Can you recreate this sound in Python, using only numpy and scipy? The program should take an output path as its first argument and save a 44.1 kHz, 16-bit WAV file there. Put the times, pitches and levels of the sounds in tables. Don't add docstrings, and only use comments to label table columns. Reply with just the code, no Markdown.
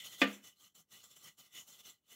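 import sys
import numpy as np
from scipy import signal
from scipy.io import wavfile
from scipy.ndimage import uniform_filter1d

SR = 44100
rng = np.random.default_rng(int(sys.argv[2]) if len(sys.argv) > 2 else 0)


def undo_db(level):
    steps = np.asarray(level, float) / 20
    return 10 ** steps


def int16_out(signal):
    q = np.round(np.clip(np.atleast_2d(signal).T, -1, 1) * 32767)
    wavfile.write(sys.argv[1], SR, q.astype(np.int16))


N = 94815
T = np.arange(N) / SR

# (full speed reached [s], held for [ms], level [dB],
# run-up [ms per 20 dB], slow-down [ms per 20 dB])
STROKES = [(0.0, 1, -55.5, 9, 57), (0.06, 4.5, -52, 74, 81), (0.124, 29, -57, 53, 46),
           (0.197, 44, -53, 48, 24), (0.277, 70, -59.5, 34, 78), (0.445, 40.5, -60.5, 28, 58.5),
           (0.56, 13, -80, 10, 35.5), (0.604, 61.5, -66.5, 38.5, 54), (0.751, 56.5, -64.5, 7, 34),
           (0.923, 33.5, -60.5, 26.5, 149), (1.04, -7.5, -58.5, 15, 86), (1.108, 2, -63, 20, 93),
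           (1.166, 4, -59.5, 14, 34), (1.243, 36.5, -58.5, 79, 60), (1.385, 23, -60.5, 14.5, 54),
           (1.433, 36.5, -68.5, 14, 52), (1.553, 51.5, -56.5, 41, 60.5), (1.679, 9.5, -59.5, 23, 104),
           (1.727, 22, -64, 82, 103), (1.792, 17, -61.5, 20, 25), (1.859, 35.5, -58.5, 41, 61),
           (2.122, 8.5, -58.5, 49, 57)]
# (time [s], level [dB])
VALVE_FREEDOM = [(0, 12.5), (.035, 8.5), (.06, 0.5), (.15, 4.5), (.2, 0.5), (.45, 1), (.62, 0), (.78, -3.5),
                 (.95, 3.5), (1.04, -1.5), (1.2, 1.5), (1.4, -3), (1.56, 3), (1.7, -2.5), (1.78, 2.5),
                 (1.88, 1.5), (2.15, 0.5)]
# (frequency [Hz], width [Hz], level [dB])
VALVE_MODES = [(1990, 110, -5), (2974, 110, -0.5), (3145, 100, -1.5), (3472, 150, -4)]
# (frequency [Hz], width [Hz], level [dB])
CASTING_MODES = [(159, 32, -7), (210, 43, -12), (1198, 58, -6.5), (4110, 240, -7), (5460, 220, -8),
                 (6164, 160, -6), (6830, 200, -3.5), (7376, 400, -4.5)]
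# (frequency [Hz], level [dB per Hz])
SCRATCH_TONE = [(40, -11.5), (120, 0.5), (700, -2.5), (2500, -7.5), (4800, -11), (6500, 1.5), (9000, -2),
                (15700, -0.5)]
# (frequency [Hz], level [dB per Hz])
HUSH_TONE = [(25, -14.5), (45, -5), (110, 5.5), (300, -0.5), (700, -11.5), (3000, -22), (15500, -24)]
# (time [s], level [dB])
KNOCK_CONTACTS = [
    (0.2169, -23.5),
    (0.2198, -23.5),
    (0.2236, -28),
    (0.2276, -30.5),
    (.243, -39),
]
# (frequency [Hz], level [dB], time to fall 60 dB [s])
PART_MODES = [(203.8, -7.5, .33), (276, -13.5, .25), (326, -2.5, 0.078), (484.7, -13.5, .22),
              (546.4, -5, .09), (691, -10.5, 0.13), (857.4, -7, 0.045), (1190, -6.5, 0.1735),
              (1820, -12, .15), (2003, -3, 0.081), (2432, -7.5, 0.062), (2488, -2, 0.097),
              (2958, -12, 0.13), (3444, -11, 0.063)]
# (frequency [Hz], level [dB per Hz])
CLATTER_TONE = [(130, -28), (250, 4), (600, -2), (900, -8.5), (2200, 1.5), (3500, -5.5), (5000, -13.5),
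                (12000, -33)]
# (frequency [Hz], time to fall 60 dB [s])
CLATTER_FADE = [(200, 0.35), (1000, 0.29), (3000, 0.29), (6000, 0.067), (12000, 0.048)]

TIPS_PER_S, TIP_SPREAD_DB = 11000, 1.5
FLUTTER_DB, FLUTTER_PER_S = 0.5, 93
WANDER_DB, WANDER_PER_S = 3.5, 13
SCRATCH_DB, VALVE_DB, CASTING_DB = -0.5, -2.5, -1.5
CLATTER_DB, CRACK_DB, CRACK_FADE_S = -30.5, -26.5, 0.048
SKID_S, SKID_DB, SKID_HZ, SKID_WIDTH_HZ = 0.008, -40, 3000, 930
PART_LOW_HZ = 175
HUSH_DB = -89
MICROPHONE_TOP_HZ = 15750


def rms_one(x):
    return x / np.sqrt(np.mean(x ** 2) + 1e-20)


def at_hz(points, hz):
    table = np.array(points)
    return np.interp(np.log(hz), np.log(table[:, 0]), table[:, 1])


def drift(rate):
    r = np.exp(-2 * np.pi * rate / SR)
    noise = rng.standard_normal(N + SR)
    return rms_one(signal.lfilter([1], [1, -2 * r, r * r], noise)[SR:])


def resonate(x, hz, width_hz):
    r = np.exp(-np.pi * width_hz / SR)
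    feedback = [1, -2 * r * np.cos(2 * np.pi * hz / SR), r * r]
    return signal.lfilter([(1 - r * r) / 2, 0, (r * r - 1) / 2], feedback, x)


def bank(sources, gain):
    edges = 22 * 2 ** np.arange(0, 9.9, 1 / 3)
    out = 0
    for k, (low, high) in enumerate(zip(edges, edges[1:])):
        band = signal.butter(2, [low, high], "band", fs=SR, output="sos")
        out = out + gain(np.sqrt(low * high)) * signal.sosfilt(band, sources[k % 2])
    return out


def bristle_tips():
    size_db = TIP_SPREAD_DB * np.minimum(rng.exponential(1, N), 5)
    snaps = undo_db(size_db) * rng.choice([-1, 1], N)
    return rms_one(snaps * (rng.random(N) < TIPS_PER_S / SR))


def stroke_force():
    power = np.zeros(N)
    for start, hold, db, up, down in STROKES:
        before_ms = 1e3 * np.maximum(start - T, 0)
        after_ms = np.maximum(1e3 * (T - start) - hold, 0)
        level_db = db - 20 * before_ms / max(up, 4) - 20 * after_ms / max(down, 4)
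        power += undo_db(level_db) ** 2
    smooth = uniform_filter1d(power, size=220).clip(0)
    return np.sqrt(smooth) * undo_db(FLUTTER_DB * drift(FLUTTER_PER_S))


def ring_body(x, modes):
    out = np.zeros(N)
    for k, (hz, width_hz, db) in enumerate(modes):
        push = x * undo_db(WANDER_DB * drift(WANDER_PER_S))
        out += (-1) ** k * undo_db(db) * resonate(push, hz, width_hz)
    return out


def brush():
    force = stroke_force()
    valve_tips, casting_tips = bristle_tips(), bristle_tips()
    freedom = undo_db(np.interp(T, *np.transpose(VALVE_FREEDOM)))
    scratch = rms_one(bank([valve_tips, casting_tips], lambda hz: undo_db(at_hz(SCRATCH_TONE, hz))))
    valve = ring_body(valve_tips * force * freedom, VALVE_MODES)
    valve /= np.std(ring_body(valve_tips, VALVE_MODES))
    casting = ring_body(casting_tips * force, CASTING_MODES)
    casting /= np.std(ring_body(casting_tips, CASTING_MODES))
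    return undo_db(SCRATCH_DB) * force * scratch + undo_db(VALVE_DB) * valve + undo_db(CASTING_DB) * casting


def hush():
    noise = rng.standard_normal((2, N))
    return undo_db(HUSH_DB) * rms_one(bank(noise, lambda hz: undo_db(at_hz(HUSH_TONE, hz))))


def part_ring(times, levels_db):
    out = np.zeros(N)
    luck_db = rng.normal(0, 1.9, (len(PART_MODES), len(times)))
    for (hz, mode_db, fade_s), own_db in zip(PART_MODES, luck_db):
        clicks = np.full(N, 1e-18)
        clicks[(times * SR).astype(int)] = undo_db(levels_db + mode_db + own_db)
        r, w = undo_db(-60 / (fade_s * SR)), 2 * np.pi * hz / SR
        out += signal.lfilter([0, np.sin(w)], [1, -2 * r * np.cos(w), r * r], clicks)
    return out


def clatter(age, noise):
    def dying(fade_s):
        return (age > 0) * undo_db(-60 * age.clip(0) / fade_s)

    def tone(hz):
        return undo_db(at_hz(CLATTER_TONE, hz))

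    unit = np.std(bank(noise, tone))

    def gain(hz):
        tail = undo_db(CLATTER_DB) * dying(at_hz(CLATTER_FADE, hz))
        crack = undo_db(CRACK_DB) * dying(CRACK_FADE_S)
        return tone(hz) / unit * (tail + crack)

    return bank(noise * (age > 0), gain)


def knock():
    times, levels_db = np.transpose(KNOCK_CONTACTS)
    age = T - times[0]
    noise = rng.standard_normal((3, N))
    struck = part_ring(times, levels_db) + clatter(age, noise[:2])
    low_cut = signal.butter(6, PART_LOW_HZ, "high", fs=SR, output="sos")
    skid = noise[2] * (age > -SKID_S) * (age < 0)
    skid = undo_db(SKID_DB + 10) * resonate(skid, SKID_HZ, SKID_WIDTH_HZ)
    return signal.sosfilt(low_cut, struck) + skid


def scene():
    return (brush() + hush() + knock())[None]


def band_limit(x):
    return signal.sosfilt(signal.butter(12, 16690, fs=SR, output="sos"), x)


def record(dry):
    top_cut = signal.ellip(12, 0.5, 70, MICROPHONE_TOP_HZ, fs=SR, output="sos")
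    mix = signal.sosfilt(top_cut, dry)
    return band_limit(mix)


dry = scene()
out = record(dry)
int16_out(out)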